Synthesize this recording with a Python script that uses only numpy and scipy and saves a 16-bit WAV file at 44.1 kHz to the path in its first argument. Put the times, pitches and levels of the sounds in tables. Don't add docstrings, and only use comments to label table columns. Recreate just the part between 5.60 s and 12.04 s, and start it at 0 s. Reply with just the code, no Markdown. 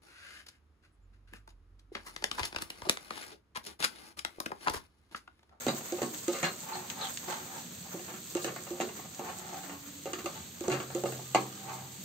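import sys
import numpy as np
from scipy import signal
from scipy.fft import rfft, irfft
from scipy.io import wavfile
from scipy.ndimage import uniform_filter1d, map_coordinates

SR = 44100
rng = np.random.default_rng(int(sys.argv[2]) if len(sys.argv) > 2 else 0)


def unload_audio(sound):
    columns = np.transpose(np.atleast_2d(sound))
    steps = np.round(np.clip(columns, -1, 1) * 32767)
    wavfile.write(sys.argv[1], SR, steps.astype(np.int16))


N = 284004
TIME = np.arange(N) / SR
EDGE_HZ = 15730


def gain_of(db):
    return 10 ** (np.asarray(db) / 20)


def evened(x):
    return x / np.sqrt(np.mean(x ** 2) + 1e-20)


def front_evened(x):
    front = x[:, :round(.03 * SR)]
    return x / np.sqrt(np.mean(front ** 2, axis=1, keepdims=True) + 1e-20)


def steadied(x):
    slow_power = abs(uniform_filter1d((x ** 2).mean(0), size=1100))
    return x * np.sqrt(np.mean(x ** 2) / (slow_power + 1e-9))


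def read(points, hz):
    f, value = np.transpose(points)
    return np.interp(np.log(hz + 1), np.log(f + 1), value)


def add(mix, s, sound):
    part = mix[:, max(round(s * SR), 0):][:, :sound.shape[-1]]
    part += sound[..., :part.shape[1]]


def coloured(x, spectrum):
    log_gain = np.log(gain_of(read(spectrum, abs(np.fft.fftfreq(4096, 1 / SR)))))
    response = np.exp(np.conj(signal.hilbert(log_gain)))
    taps = np.fft.ifft(response).real[:len(log_gain) // 2]
    return signal.oaconvolve(x, taps[None], axes=1)[:, :x.shape[1]]


def band(x, low_hz, high_hz, order=3):
    edges = np.clip([low_hz, high_hz], 10, SR / 2 - 10)
    return signal.sosfilt(signal.butter(order, edges, "band", fs=SR, output="sos"), x)


# (frequency [Hz], left-right likeness [0-1])
CHANNEL_LIKENESS = [(30, 0.1), (100, 0.92), (300, 0.92), (550, 0.69), (900, 0.049), (1500, 0.12),
                    (4000, 0.43), (15000, 0.042)]


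def paired(x):
    a, b = rfft(x)
    same = np.clip(read(CHANNEL_LIKENESS, np.fft.rfftfreq(x.shape[1], 1 / SR)), -1, 1)
    return irfft(np.array([a, same * a + np.sqrt(1 - same ** 2) * b]), x.shape[1])


def wander(per_s):
    points = rng.standard_normal(N // 20)
    return evened(map_coordinates(points, [TIME * per_s], order=3, mode="wrap"))


def grains(per_s, spread_db):
    happens = rng.random(N) < per_s / SR
    size = gain_of(spread_db * np.minimum(rng.exponential(1, N), 4.5)) * happens
    return size * rng.standard_normal((2, N))


def surge(s, rise_s, fade_s):
    away = np.maximum((s - TIME) / rise_s, (TIME - s) / fade_s)
    return np.exp(-np.minimum(away, 20))


def push(s, build_s, ease_s, edge_db=-12.5, roundness=1.1):
    away = np.maximum((s - TIME) / build_s, (TIME - s) / ease_s)
    return gain_of(edge_db * np.minimum(away, 8) ** roundness)


def with_walls(x, wet_db, t60):
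    t = TIME[:SR // 4]
    tail = rng.standard_normal((2, len(t))) * gain_of(-60 * t / t60)
    reflected = signal.fftconvolve(x, tail / np.linalg.norm(tail[0]), axes=1)[:, :x.shape[1]]
    return x + gain_of(wet_db) * reflected


def struck(modes, t, skew_hz=2400):
    hz, db, t60 = np.transpose(modes)[:, :, None]
    skew = np.minimum(hz / skew_hz, np.pi / 4) * (-1) ** np.arange(len(hz))[:, None]
    level = gain_of(db - 60 * t / t60)
    return np.array([(level * np.sin(2 * np.pi * hz * t + side * skew)).sum(0) for side in (-1, 1)])


def resonate(x, hz, width):
    turn, r = np.exp(2j * np.pi * np.cumsum(hz) / SR), np.exp(-np.pi * width / SR)
    return 2 * (turn * signal.lfilter([1 - r], [1, -r], x / turn)).real


# (frequency [Hz], relative level [dB])
RUMBLE_SPECTRUM = [(20, -41), (50, -36), (68, -25), (85, -0.5), (110, -5.5), (170, 2.5), (280, -5),
                   (380, -9.5), (750, -19), (1200, -19), (4000, -13.5), (15000, -25)]
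# (start [s], end [s], mean frequency [Hz], level before swell [dB])
FAR_DRONES = [(0.517, 1.4, 177.7, -63), (1.126, 2.503, 243.2, -59), (2.054, 2.703, 181.9, -57),
              (3.297, 4.285, 180.9, -58), (3.91, 4.45, 282, -53), (3.708, 5.6, 83.1, -65)]


def room(rumble_db=-49.5, waver=0.0104):
    rumble = evened(coloured(paired(rng.standard_normal((2, N))), RUMBLE_SPECTRUM))
    out = gain_of(rumble_db + wander(per_s=5.9)) * rumble
    for start, end, hz, db in FAR_DRONES:
        swell = np.sqrt(abs(np.sin(np.pi * np.clip((TIME - start) / (end - start), 0, 1))))
        tone = np.sin(2 * np.pi * np.cumsum(hz * (1 + waver * wander(per_s=13))) / SR)
        out += gain_of(db + 2 * wander(per_s=22)) * swell * evened(tone)
    return out


def bubbles(per_s, spread_db, ring_s=0.00021, hiss_db=-2, count=14):
    t = TIME[:SR // 200]
    pops = np.zeros((2, N))
    for hz in np.linspace(1500, 15000, count):
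        ring = np.exp(-t / ring_s) * np.sin(2 * np.pi * hz * t)
        pops += signal.oaconvolve(grains(per_s / count, spread_db), ring[None], axes=1)[:, :N]
    return evened(pops) + gain_of(hiss_db) * rng.standard_normal((2, N))


# (frequency [Hz], relative level [dB])
OIL_SPECTRUM = [(400, -11), (1200, -36), (2500, -12), (4000, -2.5), (5500, -2), (6500, -8), (7500, -3),
                (8400, -3), (11500, -8), (15500, -2)]
# (peak time [s], flare [dB])
PASTE_TURNS = [(0.05, 8.5), (0.7, 5), (1.5, 4), (2.62, 5.5), (3.7, 2.5), (5.45, 7.5)]


def sizzle(start_db=-51.5, calming_db_per_s=0.23, flare_rise_s=0.13, flare_fade_s=0.48,
           steady_db=-56, flutter_db=2.3, rim_hz=11000):
    flare_db = sum(db * surge(s, flare_rise_s, flare_fade_s) for s, db in PASTE_TURNS)
    heat = gain_of(start_db - calming_db_per_s * TIME + flare_db + flutter_db * wander(per_s=29))
    stirred = coloured(bubbles(per_s=3800, spread_db=2.5), OIL_SPECTRUM)
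    rim = band(bubbles(per_s=5500, spread_db=0.5), rim_hz, 15200, order=3)
    return heat * evened(stirred) + gain_of(steady_db) * evened(rim)


# (frequency [Hz], relative level [dB])
PASTE_SPECTRUM = [(250, -34), (500, 7), (850, 4.5), (1400, 3), (2500, -0.5), (4000, -7.5), (6000, -2),
                  (9000, -6.5), (15000, 0)]


def squelch(worked_db=-41, drying_db_per_s=2.5, resting_db=-4, rise_s=0.029, squeeze_s=0.031, clump_db=4.0):
    stroke_work = sum(push(*stroke[:3]) for stroke in PASTE_STROKES)
    knock_work = sum(surge(knock[0], rise_s, squeeze_s) for knock in BLADE_KNOCKS)
    rest = 1 - np.minimum(stroke_work + knock_work, 1)
    level_db = worked_db - drying_db_per_s * TIME + resting_db * rest
    clumped = grains(per_s=2000, spread_db=3.0) * gain_of(clump_db * wander(per_s=52))
    pops = with_walls(clumped, wet_db=2.0, t60=0.21)
    return gain_of(level_db) * evened(coloured(pops, PASTE_SPECTRUM))


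# (frequency [Hz], mean relative level [dB], t60 [s])
PAN_MODES = [(240, -8, 0.14), (313, -13.5, 0.62), (366.1, -2.5, 0.32), (448, -9, 0.37), (557, -1.5, 0.13),
             (672, -7.5, 0.27), (745, -6.5, 0.26), (773.7, -1.5, 0.24), (879.6, 10, 0.082), (970, -5, 0.08),
             (1042, -4.5, 0.16), (1100, -14, 0.24), (1212, -4.5, 0.2), (1340, -15, 0.11), (1445, -26, 0.13),
             (1846, -9, 0.13), (2220, -33, 0.063), (2796, -22, 0.2), (4200, -25, 0.13), (4570, -29, 0.094)]
# (frequency [Hz], relative level [dB])
RING_SPECTRUM = [(100, -7.5), (200, 4), (270, -2), (370, -1.5), (490, -1), (620, 2.5), (800, 7.5),
                 (1300, 0.5), (2200, -0.5), (3200, -9.5), (4500, -8), (7000, -14.5), (15000, -19.5)]
# (frequency [Hz], t60 [s])
RING_DECAY = [(150, 0.73), (500, 0.41), (1000, 0.29), (2000, 0.17), (4500, 0.23), (12000, 0.021)]


def pan_response(modes_db=0, ring_db=0, spot_db=5.5):
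    t = TIME[:SR // 2]
    f, when, z = signal.stft(paired(rng.standard_normal((2, len(t)))), SR, nperseg=256)
    decay = gain_of(-60 * when / read(RING_DECAY, f)[:, None])
    ring = signal.istft(z * decay, SR, nperseg=256)[1][:, :len(t)]
    modes = [(hz, db + spot_db * rng.standard_normal(), t60) for hz, db, t60 in PAN_MODES]
    dense = evened(coloured(ring, RING_SPECTRUM))
    return gain_of(modes_db) * evened(struck(modes, t)) + gain_of(ring_db) * dense


def bowl_note(t, chatter_s, bowl_hz=358.9, sag=0.054, sag_s=0.024, rise_s=0.0016, base_t60=0.12, hold=3.6):
    hz = bowl_hz * (1 - sag * np.exp(-t / sag_s))
    level = (1 - np.exp(-t / rise_s)) * gain_of(-60 * t / (base_t60 + hold * chatter_s))
    overtone = struck([(1370, -36, 0.11)], t)
    return front_evened(level * np.sin(2 * np.pi * np.cumsum(hz) / SR) + overtone)


def punch(t, cushion, bare_hz=780, cushion_octaves=1.69, peak_cycles=0.24, bare_cycles=0.56,
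          low_hz=190, high_hz=3000):
    cycles = t * bare_hz * 2 ** (-cushion_octaves * cushion)
    age = cycles / (peak_cycles + bare_cycles * (1 - cushion) ** 2)
    return band(-np.sin(2 * np.pi * cycles) * age * np.exp(1 - age), low_hz, high_hz, order=2)


def smack(t, smack_s=0.0019, low_hz=700, high_hz=8000):
    return band(rng.standard_normal((2, len(t))) * np.exp(-t / smack_s), low_hz, high_hz, order=2)


# (frequency [Hz], relative level [dB], t60 [s])
BLADE_MODES = [(251, -24, 0.022), (560, 3, 0.035), (754, 14.5, 0.056), (1113, 7.5, 0.022),
               (2014, 7.5, 0.03), (2753, 13.5, 0.031), (4003, 8, 0.021), (6770, 4.5, 0.013)]
# (time [s], strength [dB], cushioning by paste [0-1], decay time of the chatter [s],
# grit under the edge [dB], punch of the first push [dB])
BLADE_KNOCKS = [(0.066, -31, 0.35, 0.0025, 1.5, 14), (0.0818, -28.5, 0.35, 0.0099, 1, 3),
                (0.101, -41.5, 0.95, 0.00096, 15, 23), (0.142, -44, 0.94, .003, -6, 17),
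                (0.207, -47, 0.17, 0.0046, -2, 0), (0.322, -30, 0.74, 0.011, -2, -3),
                (0.382, -39.5, 0.26, 0.0053, -4, -6), (0.418, -32, 0.53, 0.003, 3.5, 14.5),
                (0.43, -31.5, 0.45, 0.0074, -2, 6), (0.6809, -26.5, 0.83, 0.021, 3, -17),
                (0.733, -37.5, 0.35, 0.069, 6, -9), (0.8293, -33, 0, 0.0054, 3.5, -1),
                (0.841, -32.5, 0.13, 0.014, 6.5, -3), (2.343, -39, 0.8, 0.002, -22, 14),
                (2.367, -45, 1, .002, -17, 13), (2.393, -44, 0.38, 0.0068, 1, -4),
                (2.48, -43.5, 0.23, 0.028, 2, -3), (2.538, -50.5, 0.22, 0.013, 8, 6),
                (2.751, -28.5, 0.87, 0.0066, 1.5, 5), (2.77, -41.5, 0.19, 0.004, 3, -4),
                (2.845, -32, 0.57, 0.0017, 7, 1), (2.865, -38.5, 0.63, 0.0026, -13, 10),
                (2.877, -42, 0.09, 0.0091, 4.5, -13), (2.962, -42.5, 0.11, 0.0028, 3, -1),
                (3.067, -47.5, 0.07, 0.0049, 0, -4), (3.106, -35.5, 0.89, 0.055, -2, 4),
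                (3.2009, -31, 0.18, 0.00062, -5, 4.5), (3.209, -34.5, 0.65, 0.013, 12.5, -13),
                (3.288, -49.5, 0, 0.008, 2, -7), (3.39, -48, 0, 0.008, -4, -7),
                (3.446, -52, 0, 0.006, -4, -2), (3.5936, -36, 0.21, 0.0053, -9, 6),
                (3.602, -46, 0, 0.0022, -11, -2), (4.034, -46.5, 0.2, 0.012, 4, 2),
                (4.095, -46, 0.18, 0.014, 5.5, -1), (4.457, -35, 0.39, 0.021, -2, 7),
                (4.533, -36.5, 0.46, 0.002, 9.5, -1), (4.585, -44, 0.33, 0.012, 6.5, -1),
                (4.644, -41, 1, 0.0041, -1, -4), (4.659, -33, 0.34, 0.0015, 4, 3),
                (5.0076, -36.5, 0.9, 0.00091, 3, 8), (5.038, -39, 0.31, 0.021, -1, 0),
                (5.0813, -26, 0.69, 0.006, -7, 11.5), (5.098, -36.5, 0.18, 0.038, 4.5, -9),
                (5.118, -31, 0.34, 0.025, 4, -6), (5.201, -43, 0.01, 0.0032, 4, 7),
                (5.302, -45, 0, 0.0042, -2.5, 5), (5.3494, -29.5, 0.79, 0.026, -2.5, -14),
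                (5.4368, -28, 0.58, 0.0016, -10, 10.5), (5.457, -37.5, 0.19, 0.0076, 1, 11),
                (5.521, -44.5, 0.03, 0.0023, -.5, 0), (5.592, -48, 0, 0.004, -14, 7),
                (5.7475, -25.5, 0.01, 0.0035, 1, 13.5), (5.7568, -28.5, 0.05, 0.0025, -11, 15.5)]
BARE_THUD_DB, MUFFLED_CLACK_DB, MUFFLED_TICK_DB, MUFFLED_SNAP_DB = -7.5, -16.5, -22, -10.5
BARE_BOWL, BOWL_POWER = 0.36, 3.85


def knocks(spots, thud_db=0.63, clack_db=0.0, tick_db=-2.0, snap_db=-11.5, blade_db=-5.5,
           slip_s=0.0019, slips_per_s=1100, smack_db=3,
           thud_hz=225, clack_hz=570, tick_hz=1230, snap_hz=3000):
    out, t = np.zeros((2, N)), TIME[:spots[0].shape[1]]
    blade = gain_of(blade_db) * evened(struck(BLADE_MODES, t, skew_hz=3380))
    edges = [thud_hz, clack_hz, tick_hz, snap_hz, EDGE_HZ]
    for s, db, cushion, chatter_s, grit_db, punch_db in BLADE_KNOCKS:
        cushion = np.clip(cushion, 0, 1)
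        happens = rng.random(len(t)) < slips_per_s / SR
        slips = rng.choice([-1, 1], len(t)) * happens * np.exp(-t / chatter_s)
        force = slips / (np.linalg.norm(slips) + 1e-9) * np.sqrt(chatter_s / slip_s)
        force[0] += 1
        response = spots[rng.integers(len(spots))] + blade
        sound = signal.fftconvolve(response, force[None], axes=1)[:, :len(t)]
        thud, clack, tick, snap = (front_evened(band(sound, low, high)) for low, high in zip(edges, edges[1:]))
        bowl_share = BARE_BOWL + (1 - BARE_BOWL) * cushion ** BOWL_POWER
        thud = front_evened(thud + bowl_share * (bowl_note(t, chatter_s) - thud))
        body = gain_of(thud_db + BARE_THUD_DB * (1 - cushion)) * thud
        body = body + gain_of(clack_db + MUFFLED_CLACK_DB * cushion) * clack
        edge = gain_of(tick_db + MUFFLED_TICK_DB * cushion) * tick
        edge = edge + gain_of(snap_db + MUFFLED_SNAP_DB * cushion) * snap
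        touch = gain_of(punch_db) * punch(t, cushion) + gain_of(smack_db + grit_db / 2) * smack(t)
        add(out, s, gain_of(db) * (touch + body + gain_of(grit_db) * edge))
    return out


# (time [s], frequency [Hz], level before the swell [dB], t60 [s])
STOVE_BOOMS = [(0.068, 247, -18.5, 0.073), (0.076, 140, -33.5, 0.34), (0.419, 135, -42, 0.36),
               (0.831, 166.3, -28.5, 0.18), (2.85, 132.3, -46, 0.86), (5.109, 135, -35, 1),
               (5.201, 133, -39, 1.2), (5.439, 129, -43, 4.5), (5.749, 131.1, -45, 2.3),
               (5.753, 199, -47.5, 1.8)]


def booms(swell_s=0.0045):
    out, t = np.zeros((2, N)), TIME[:2 * SR]
    for s, hz, db, t60 in STOVE_BOOMS:
        add(out, s, gain_of(db - 60 * t / t60) * (1 - np.exp(-t / swell_s)) * np.sin(2 * np.pi * hz * t))
    return out


# (time [s], mean frequency [Hz], level before the envelope [dB],
# decay time [s], rms hoarseness [share of the pitch])
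BLADE_SQUEAKS = [(0.082, 3910, -31, 0.022, 0.029), (0.082, 4730, -38, 0.025, 0.0083),
                 (5.747, 4680, -36, 0.017, 0.011), (0.836, 2796, -42, 0.047, 0.0052),
                 (0.841, 4200, -35, 0.04, 0.01), (1.13, 4240, -41, 0.035, 0.039),
                 (1.41, 4040, -36.5, 0.032, 0.054), (1.428, 3630, -39, 0.035, 0.041),
                 (1.45, 3290, -40, 0.023, 0.043)]


def squeaks(rise_s=0.0016):
    out, t = np.zeros((2, N)), TIME[:SR // 4]
    for s, hz, db, fade_s, hoarse in BLADE_SQUEAKS:
        shake = evened(uniform_filter1d(rng.standard_normal((2, len(t))), size=60))
        tone = evened(np.sin(2 * np.pi * np.cumsum(hz * (1 + hoarse * shake), axis=1) / SR))
        add(out, s, gain_of(db) * (1 - np.exp(-t / rise_s)) * np.exp(-t / fade_s) * tone)
    return out


# (time [s], relative peak level [dB], frequency that places the band [Hz])
OIL_SPITS = [(0.546, -36, 8160), (0.73, -37.5, 6750), (0.787, -39, 6750), (1.3007, -29.5, 5110),
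             (1.5735, -30.5, 5100), (1.9959, -47, 6640), (2.7687, -35, 6900), (3.5477, -39.5, 8300),
             (5.779, -38, 4090)]


def spits(spit_db=9.0, snap_s=0.0011, spray_s=0.0092, spray_db=-9, wet_db=-9):
    out, t = np.zeros((2, N)), TIME[:SR // 20]
    burst = np.exp(-t / snap_s) + gain_of(spray_db) * np.exp(-t / spray_s)
    for s, db, hz in OIL_SPITS:
        snap = band(paired(rng.standard_normal((2, len(t)))) * burst, hz * 0.33, hz * 1.18, order=2)
        add(out, s, gain_of(db + spit_db) * snap / abs(snap).max())
    return with_walls(out, wet_db, t60=0.33)


# (frequency [Hz], relative level [dB])
RUB_SPECTRUM = [(120, -31), (290, -12.5), (360, -3.5), (470, -5.5), (580, -6), (700, -4), (900, 0.5),
                (1150, 1.5), (1400, -3), (1700, -10), (3000, -4.5), (6000, -53)]
# (frequency [Hz], relative level [dB])
RASP_SPECTRUM = [(100, -31), (600, -12), (1200, 11), (1600, 5), (2300, 0), (3000, 8), (4200, 3),
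                 (5300, -1.5), (7500, -8), (12000, -11), (15500, -23)]
# (time of the hardest push [s], build-up [s], easing [s],
# relative rub [dB], relative rasp [dB], relative moan [dB], mean pitch of the moan [Hz])
PASTE_STROKES = [(1.119, 0.065, 0.15, -39, -58, -55, 880), (1.153, 0.032, 0.052, -52, -45.5, -43, 900),
                 (1.425, 0.055, 0.044, -39, -41.5, -45, 950), (1.458, 0.021, 0.037, -45, -42.5, -55, 890),
                 (1.684, 0.005, 0.052, -37, -46.5, -47, 760), (1.721, 0.048, 0.095, -39, -41.5, -47, 896),
                 (1.975, 0.1, 0.056, -43.5, -50.5, -53, 944), (2.262, 0.024, 0.041, -49, -64, -54, 720),
                 (3.692, 0.054, 0.046, -37.5, -51, -44.5, 790), (3.9, 0.21, 0.047, -46.5, -52, -52, 815),
                 (3.932, 0.011, 0.027, -41, -49, -41.5, 870), (3.968, 0.018, 0.056, -49, -50, -43, 780),
                 (4.14, 0.12, 0.068, -47.5, -71, -71, 780), (4.77, 0.069, 0.078, -51, -51.5, -54, 925),
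                 (5.998, 0.85, 0.088, -58, -55, -71, 820), (6.099, 0.056, 0.15, -39, -52, -52, 837)]


def scrapes(spots, rub_db=0.0, moan_db=0.0, rasp_db=4.5, ring_db=-8, moan_width_hz=170,
            judder_db=4.5, tilt_hz=26, catch_db=3):
    _, _, _, rubs_db, rasps_db, moans_db, pitches = np.transpose(PASTE_STROKES)
    pressure = np.array([push(*stroke[:3]) for stroke in PASTE_STROKES])
    leading = pressure.argmax(axis=0)
    force = paired(grains(per_s=1000, spread_db=3.5)) * gain_of(judder_db * wander(per_s=120))
    ring = np.zeros((2, N))
    for k, spot in enumerate(spots):
        spot_force = force[:1] * (leading % len(spots) == k)
        ring += signal.oaconvolve(spot_force, spot, axes=1)[:, :N]
    slips = evened(with_walls(force, wet_db=5.0, t60=0.17)) + gain_of(ring_db) * evened(ring)
    hz = pitches[leading] + tilt_hz * wander(per_s=27)
    moan = resonate(resonate(slips, hz, moan_width_hz), hz, moan_width_hz)
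    layers = [(rub_db + rubs_db, coloured(slips, RUB_SPECTRUM)),
              (rasp_db + rasps_db, coloured(slips, RASP_SPECTRUM)),
              (moan_db + moans_db, moan)]
    rub, rasp, moan = ((gain_of(db) @ pressure) * steadied(evened(sound)) for db, sound in layers)
    return rub + rasp + moan * evened(gain_of(catch_db * wander(per_s=95)))


def scene():
    spots = [pan_response() for _ in range(4)]
    background = room() + sizzle() + squelch()
    return background + knocks(spots) + booms() + squeaks() + spits() + scrapes(spots)


# (frequency [Hz], gain [dB])
TONE_COLOUR = [(20, 0), (4700, -1), (4950, -7.5), (6050, 0), (6350, 7), (8450, 4.5), (8750, -5),
               (9400, -18), (10000, -18.5), (11250, -56), (11550, -2), (16000, -2.5)]
# (frequency [Hz], left minus right [dB])
CHANNEL_BALANCE = [(100, 0.5), (350, -3), (800, 0), (2000, 0.5), (4000, 0), (7500, -2.5), (12000, -1)]


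def record(dry):
    hz = np.fft.rfftfreq(2 * N, 1 / SR)
    colour_db = read(TONE_COLOUR, hz) + np.array([[.5], [-.5]]) * read(CHANNEL_BALANCE, hz)
    heard = irfft(rfft(dry, 2 * N) * gain_of(colour_db))[:, :N]
    low_pass = signal.firwin(511, EDGE_HZ, window=("kaiser", 9), fs=SR)
    return signal.oaconvolve(heard, low_pass[None], "same")


dry = scene()
out = record(dry)
unload_audio(out)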